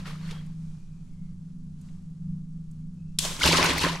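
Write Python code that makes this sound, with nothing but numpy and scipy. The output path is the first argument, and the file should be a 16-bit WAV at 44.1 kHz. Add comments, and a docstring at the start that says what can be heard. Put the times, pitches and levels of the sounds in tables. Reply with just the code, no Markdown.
"""In a small room, a water balloon held in a wet hand over a foam tub is pricked. First it drips, in decaying
noise with droplet grains; wet skin ticks in noise bursts, rubber squeaks in gliding sines, and a low hum of
wavering sines lies over rumble and hiss. The rubber tears with a crack of shaped noise, spray flies, then the
water falls into the tub: grains and noise gurgle and fizz, rising sines are single bubbles, and resonant
filters are the drumming walls."""
import sys
import numpy as np
from scipy import signal
from scipy.fft import rfft, irfft, next_fast_len
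from scipy.io import wavfile
from scipy.ndimage import map_coordinates

SR = 44100
rng = np.random.default_rng(int(sys.argv[2]) if len(sys.argv) > 2 else 0)


def transcribe(u):
    """Save the signal u as a 16-bit wav file named by the first command-line argument.

    u: samples, shape (n,) or (channels, n), limited to [-1, 1]; the rate is SR.
    q: integer samples, one column per channel.
    """
    v = np.clip(np.atleast_2d(u).T, -1, 1)
    q = np.round(v * 32767).astype(np.int16)
    wavfile.write(sys.argv[1], SR, q)


def level_to_linear(level):
    """Convert decibel levels to linear amplitude factors, elementwise."""
    exponent = np.asarray(level, float) / 20
    return 10 ** exponent


N = 176400
T = np.arange(N) / SR  # time in s

# Spectra named .._SPECTRUM give shape only, in columns: f/Hz, relative density/dB

# Wavering of the whole hum: t/s, level/dB
HUM_LEVEL = [(0, -37), (.64, -37), (.79, -48), (1, -41), (1.65, -38), (2.15, -43), (2.28, -34), (2.7, -42),
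             (2.85, -35), (3.2, -38.5)]
# Partials of the hum: f/Hz, level relative to the hum/dB
HUM_PARTIALS = [(157.7, 0.5), (183, -4), (91.7, -12), (239.6, -19.5)]
# Low rumble of the room
RUMBLE_SPECTRUM = [(22, 8.5), (36, -17.5), (125, -7), (165, 1.5), (220, -13.5), (265, -19.5), (420, -34),
                   (600, -41), (700, -120)]
# Faint hiss
HISS_SPECTRUM = [(300, -19), (450, -6), (1200, -3), (1900, -10), (6500, -8), (9000, -12), (12300, -21.5),
                 (13500, -49)]
# Course of the hiss: t/s, level/dB
HISS_COURSE = [(.5, -69.5), (.72, -65), (.9, -71), (1.25, -70.5), (1.75, -73.5), (1.85, -66), (2.05, -72.5)]

# Water running off the lifted balloon: t/s, level/dB
RUNOFF_LEVEL = [(0, -48.5), (0.044, -55), (0.071, -42), (.19, -55), (.31, -47), (.42, -58), (0.549, -70)]
RUNOFF_SPECTRUM = [(180, -30), (330, -6.5), (700, -16), (1100, -12), (4350, -13.5), (11500, -27.5),
                   (15500, -45.5)]
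# Clearest ticks of wet skin and rubber: t/s, initial level/dB
CLEAR_TICKS = [(0.463, -57), (1.812, -57.5), (2.711, -58)]
# Single slaps of water: t/s, initial level/dB, centre f/Hz
WATER_SLAPS = [(.055, -37.5, 1690), (.309, -37, 3240), (1.885, -60, 2130), (3.249, -23, 4400),
               (3.398, -32.5, 4900), (3.458, -18.5, 5000), (3.473, -21, 4500), (3.52, -21, 4000),
               (3.586, -25, 2200), (3.641, -27, 7000), (3.658, -24, 4500), (3.732, -36.5, 5520),
               (3.78, -26.5, 6000), (3.822, -33.5, 6370), (3.87, -40, 2600)]
# Faint squeaks of wet rubber: t/s, length/s, start f/Hz, end f/Hz, level/dB
SQUEAKS = [(.2, .14, 4300, 4350, -58), (.3, .12, 3150, 3200, -56), (.5, .62, 2350, 2500, -76),
           (1.05, .3, 2250, 2050, -77), (2.95, .27, 2500, 2750, -75)]

# Tearing rubber: t/s, rms level/dB
TEAR_LEVEL = [(3.1866, -70), (3.1871, -18), (3.1888, -22), (3.1899, -11), (3.1909, -22), (3.194, -24),
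              (3.198, -40)]
TEAR_SPECTRUM = [(300, -23), (1730, -24), (3420, 1), (4380, -5), (5000, -1), (5800, -8), (7820, -3),
                 (10500, -6), (15700, -32)]
# Spray: t/s, level of the fine spray/dB, coarser drops relative to it/dB
SPRAY_LEVELS = [(3.193, -32.5, -26.5), (3.227, -31, -18.5), (3.25, -32, -3), (3.311, -36.5, -5),
                (3.41, -45, -2)]
SPRAY_SPECTRUM = [(1290, -14), (2200, -15), (3290, 1), (4460, -3), (7240, -0.5), (12100, -12.5),
                  (15700, -25)]

# Water falling into the tub: t/s, gurgle level/dB, fizz relative to it/dB
POUR_LEVELS = [(3.392, -39, -6), (3.416, -36, 9.5), (3.459, -25.5, 2), (3.511, -29, 7.5), (3.6, -23, -3.5),
               (3.678, -25.5, -2), (3.77, -31.5, -2), (3.826, -32.5, 4), (3.849, -27, -2.5), (4, -41.5, -6)]
# Gurgling water, and also the coarser drops of the spray
GURGLE_SPECTRUM = [(240, -17.5), (400, -14.5), (750, -20), (1000, -12), (1350, -15.5), (2500, -12.5),
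                   (3600, -19), (5500, -62)]
FIZZ_SPECTRUM = [(1500, -15), (2800, -7), (4520, -4.5), (11100, -18), (14300, -31), (15700, -64)]
# Resonances of the tub walls: f/Hz, width/Hz, relative level/dB
WALL_MODES = [(67.6, 6.9, -3.5), (166.7, 4.1, -0.5), (254.3, 8, -9.5), (282.4, 8.3, -7.5), (360, 68, -14.5)]
# Heavy lumps of water hitting the tub: t/s, level of the blow ahead of the walls/dB
LUMP_BLOWS = [(3.452, 37.5), (3.489, 39), (3.533, 35), (3.69, 37), (3.839, 37.5)]
# Single bubbles: t/s, peak level/dB, starting f/Hz
SINGLE_BUBBLES = [(3.41, -24.5, 1400), (3.418, -18.5, 2105), (3.433, -12, 2990), (3.478, -17, 2600),
                  (3.593, -20, 1025), (3.647, -21, 1420), (3.793, -21, 4220), (3.839, -20, 997),
                  (3.895, -25.5, 967)]

# Likeness of the two channels: f/Hz, left-right correlation
COHERENCE = [(60, 1), (300, 0.91), (4000, 0.52), (15000, 0.65)]
# Balance of the two channels: f/Hz, left over right/dB
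BALANCE = [(60, -2), (380, 0), (15000, 2)]


def unit(x):
    """Normalisation: the signal is scaled to rms 1."""
    return x / np.sqrt(np.mean(x ** 2) + 1e-20)


def along(points, hz):
    """Logarithmic frequency scale: (f/Hz, value) points are joined linearly in log f."""
    f, value = np.transpose(points)
    return np.interp(np.log(hz + 1), np.log(f + 1), value)


def curves(rows, outside=None):
    """Linear interpolation in time: one value per sample for each column after the time."""
    s, *columns = np.transpose(rows)
    return [np.interp(T, s, column, outside, outside) for column in columns]


def wobble(rate):
    """Slow random modulation: a smooth curve through random knots, rate of them a second."""
    return map_coordinates(rng.standard_normal(N // 100), [T * rate])


def filtered(x, response):
    """Linear filtering: the spectrum is multiplied by a response of frequency."""
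    m = next_fast_len(N + SR // 2)
    return irfft(rfft(x, m) * response(np.fft.rfftfreq(m, 1 / SR)), m)[..., :N]


def spread(pair, spectrum):
    """Interchannel coherence: two unrelated signals are coloured and mixed to a stereo pair of rms 1."""
    def mid_side_response(hz):
        angle = np.arccos(np.clip(along(COHERENCE, hz), -1, 1)) / 2
        return level_to_linear(along(spectrum, hz)) * [np.cos(angle), np.sin(angle)]

    mid, side = filtered(pair, mid_side_response)
    left_right = np.array([mid + side, mid - side])
    return unit(filtered(left_right, lambda hz: level_to_linear(np.outer([.5, -.5], along(BALANCE, hz)))))


def stereo_noise(spectrum):
    """Random noise: two independent white signals are given a spectrum and a stereo width."""
    return spread(rng.standard_normal((2, N)), spectrum)


def grains(count, t0, t1, hz, cycles):
    """Damped oscillation: rising sines of random time, pitch and size have rms 1 over the span."""
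    when, octaves = rng.random(count), rng.standard_normal(count)
    size_db = 3 * rng.exponential(size=count)
    f = np.clip(hz * 2 ** octaves, 250, 15000)[:, None]
    k = np.arange(700)  # samples into a grain
    u = k / SR * f / cycles  # age in lives
    envelope = level_to_linear(size_db)[:, None] * u * np.exp(-3 * u)
    wave = envelope * np.sin(2 * np.pi * f * k / SR * (1 + 0.15 * u))
    start = ((t0 + (t1 - t0) * when) * SR).astype(int)[:, None]
    out = np.bincount((start + k).ravel(), wave.ravel(), N + SR)[:N]
    return out / np.sqrt(np.sum(out ** 2) / (SR * (t1 - t0)))


def water(spectrum, rows, count, hz, cycles, share):
    """Superposition: noise and a power share of droplet and bubble grains fill the span of rows at rms 1."""
    t0, t1 = rows[0][0], rows[-1][0]

    def mixture():
        noise = np.sqrt(1 - share) * rng.standard_normal(N)
        return noise + np.sqrt(share) * grains(count, t0, t1, hz, cycles)

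    def flattening(f):
        # Lowers the hump of the grains around their middle pitch
        hump = np.exp(-np.log2((f + 1) / hz) ** 2 / 2)
        return 1 / np.sqrt(1 + 2 * share * hump)

    pair = np.array([mixture(), mixture()])
    out = spread(filtered(pair, flattening), spectrum)
    return (T >= t0) * (T <= t1) * out / np.std(out[:, int(t0 * SR):int(t1 * SR)])


def bursts(rows, t60_s, octaves):
    """Exponential decay: each row (t/s, initial level/dB, centre f/Hz) is a short band of noise."""
    out, t = np.zeros(N + SR), np.arange(2048) / SR
    f = np.fft.rfftfreq(len(t), 1 / SR) + 1
    for s, db, hz in rows:
        band = np.exp(-(np.log2(f / hz) / octaves) ** 2 / 2)
        noise = unit(irfft(rfft(rng.standard_normal(len(t))) * band))
        onset = 1 - np.exp(-t / .0012)
        out[round(s * SR):][:len(t)] += level_to_linear(db - 60 * t / t60_s) * onset * noise
    return out[:N]


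def room_tone():
    """Amplitude and phase modulation: hum tones waver in a small room's resonances, over rumble and hiss."""
    tones = np.zeros(N)
    for hz, db in HUM_PARTIALS:
        flutter_db, wander_rad = 3 * wobble(9), 1.6 * wobble(6)
        tones += level_to_linear(db + flutter_db) * np.sin(2 * np.pi * hz * T + wander_rad)
    hum = level_to_linear(curves(HUM_LEVEL)[0]) * tones
    rumble = level_to_linear(-41.5) * stereo_noise(RUMBLE_SPECTRUM)
    hiss_db = curves(HISS_COURSE)[0] + 0.85 * wobble(10.09)
    return hum + rumble + level_to_linear(hiss_db) * stereo_noise(HISS_SPECTRUM)


def runoff():
    """Superposed droplet impacts: water trickles from the lifted balloon."""
    trickle = water(RUNOFF_SPECTRUM, RUNOFF_LEVEL, count=2000, hz=2600, cycles=7.4, share=0.3)
    return level_to_linear(curves(RUNOFF_LEVEL)[0]) * trickle


def ticks(count=220):
    """Impulsive excitation: wet skin and rubber give a few clear ticks and many fainter ones at random."""
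    centre_hz = 7800
    clear = [(s, db, centre_hz) for s, db in CLEAR_TICKS]
    faint = [(when * N / SR, -80 + 10 * size, centre_hz * (1 + pitch) / np.sqrt(3))
             for when, size, pitch in rng.random((count, 3))]
    return bursts(clear + faint, t60_s=.035, octaves=.45)


def slaps():
    """Impact noise: single slaps of water are decaying noise, each around its own centre frequency."""
    return bursts(WATER_SLAPS, t60_s=.05, octaves=.8)


def squeaks():
    """Frequency modulation: wet rubber squeaks faintly in blurred, wavering glides."""
    out = np.zeros(N)
    for s, length, hz0, hz1, db in SQUEAKS:
        u = np.clip((T - s) / length, 0, 1)
        envelope = level_to_linear(db) * np.sqrt(u * (1 - u)) * 2 * wobble(230)
        hz = (hz0 + (hz1 - hz0) * u) * (1 + 0.0077 * wobble(7.8))
        out += envelope * np.sin(2 * np.pi * np.cumsum(hz) / SR)
    return out


def tear():
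    """Transient broadband radiation: the tearing rubber cracks as noise under a very short envelope."""
    return level_to_linear(curves(TEAR_LEVEL, -140)[0]) * stereo_noise(TEAR_SPECTRUM)


def push():
    """Damped low-frequency pulse: the slack of the skin gives one low push."""
    start_s, hz = 3.188, 55
    u = np.clip(T - start_s, 0, None) * hz  # age in cycles
    return level_to_linear(-30) * np.sin(2 * np.pi * u) * np.exp(-2 * u)


def spray():
    """Superposed droplet sounds: fine spray lies high in pitch, coarser drops lower."""
    fine_db, coarse_db = curves(SPRAY_LEVELS)
    fine = water(SPRAY_SPECTRUM, SPRAY_LEVELS, count=1500, hz=6000, cycles=3.4, share=0.13)
    coarse = water(GURGLE_SPECTRUM, SPRAY_LEVELS, count=400, hz=1400, cycles=4.2, share=0.21)
    return level_to_linear(fine_db) * (fine + level_to_linear(coarse_db) * coarse)


def wall_response(f):
    """Modal superposition: resonances of alternating sign, with the treble rolled off above 450 Hz."""
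    total = 0
    for k, (centre, width, db) in enumerate(WALL_MODES):
        damping = 1j * f * width
        total = total + (-1) ** k * level_to_linear(db) * damping / (centre ** 2 - f ** 2 + damping)
    return total / (1 + 1j * f / 450)


def pour():
    """Bubble noise and forced vibration: gurgle, fizz and drumming walls follow the falling water."""
    level_db, fizz_db = curves(POUR_LEVELS)
    gurgle = water(GURGLE_SPECTRUM, POUR_LEVELS, count=2400, hz=1997, cycles=4.8, share=0.55)
    gurgle = gurgle * level_to_linear(2.1 * wobble(45))
    fizz = water(FIZZ_SPECTRUM, POUR_LEVELS, count=3000, hz=5785, cycles=8.06, share=0.45)
    fizz = fizz * level_to_linear(fizz_db + 1.67 * wobble(70))
    drumming = level_to_linear(-6) * unit(filtered(stereo_noise([(450, 0)]), wall_response))
    return (T > POUR_LEVELS[0][0]) * level_to_linear(level_db) * (gurgle + fizz + drumming)


def thumps():
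    """Impulse response: heavy lumps of water strike the walls, which ring a little louder at the right."""
    blows = np.zeros(N)
    for s, db in LUMP_BLOWS:
        blows[round(s * SR)] = level_to_linear(db)
    return level_to_linear([[-1.5], [1.5]]) * filtered(blows, wall_response)


def bubbles():
    """Bubble resonance: each bubble rings briefly as a damped sine of rising pitch."""
    life_cycles, phase_gain = 7.3, 0.0223  # phase_gain: extra share of phase per life
    out = np.zeros(N)
    for s, db, hz in SINGLE_BUBBLES:
        t = np.clip(T - s, 0, None)
        u = t * hz / life_cycles  # age in lives
        envelope = level_to_linear(db) * 2 * np.e * u * np.exp(-2 * u)  # peaks at half a life
        out += envelope * np.sin(2 * np.pi * hz * t * (1 + phase_gain * np.minimum(u, 10)))
    return out


def scene():
    """Linear superposition: all sources are added."""
    before = room_tone() + runoff() + ticks() + slaps() + squeaks()
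    bursting = tear() + push() + spray()
    return before + bursting + pour() + thumps() + bubbles()


def band_limit(x):
    """A steep low-pass at the top of the band."""
    return signal.sosfilt(signal.butter(12, 15820, fs=SR, output="sos"), x)


def record(dry):
    """Band limitation: nothing at or above 15.8 kHz passes into the finished mix."""
    mix = filtered(dry, lambda hz: hz < 15800)
    return band_limit(mix)


dry = scene()
out = record(dry)
transcribe(out)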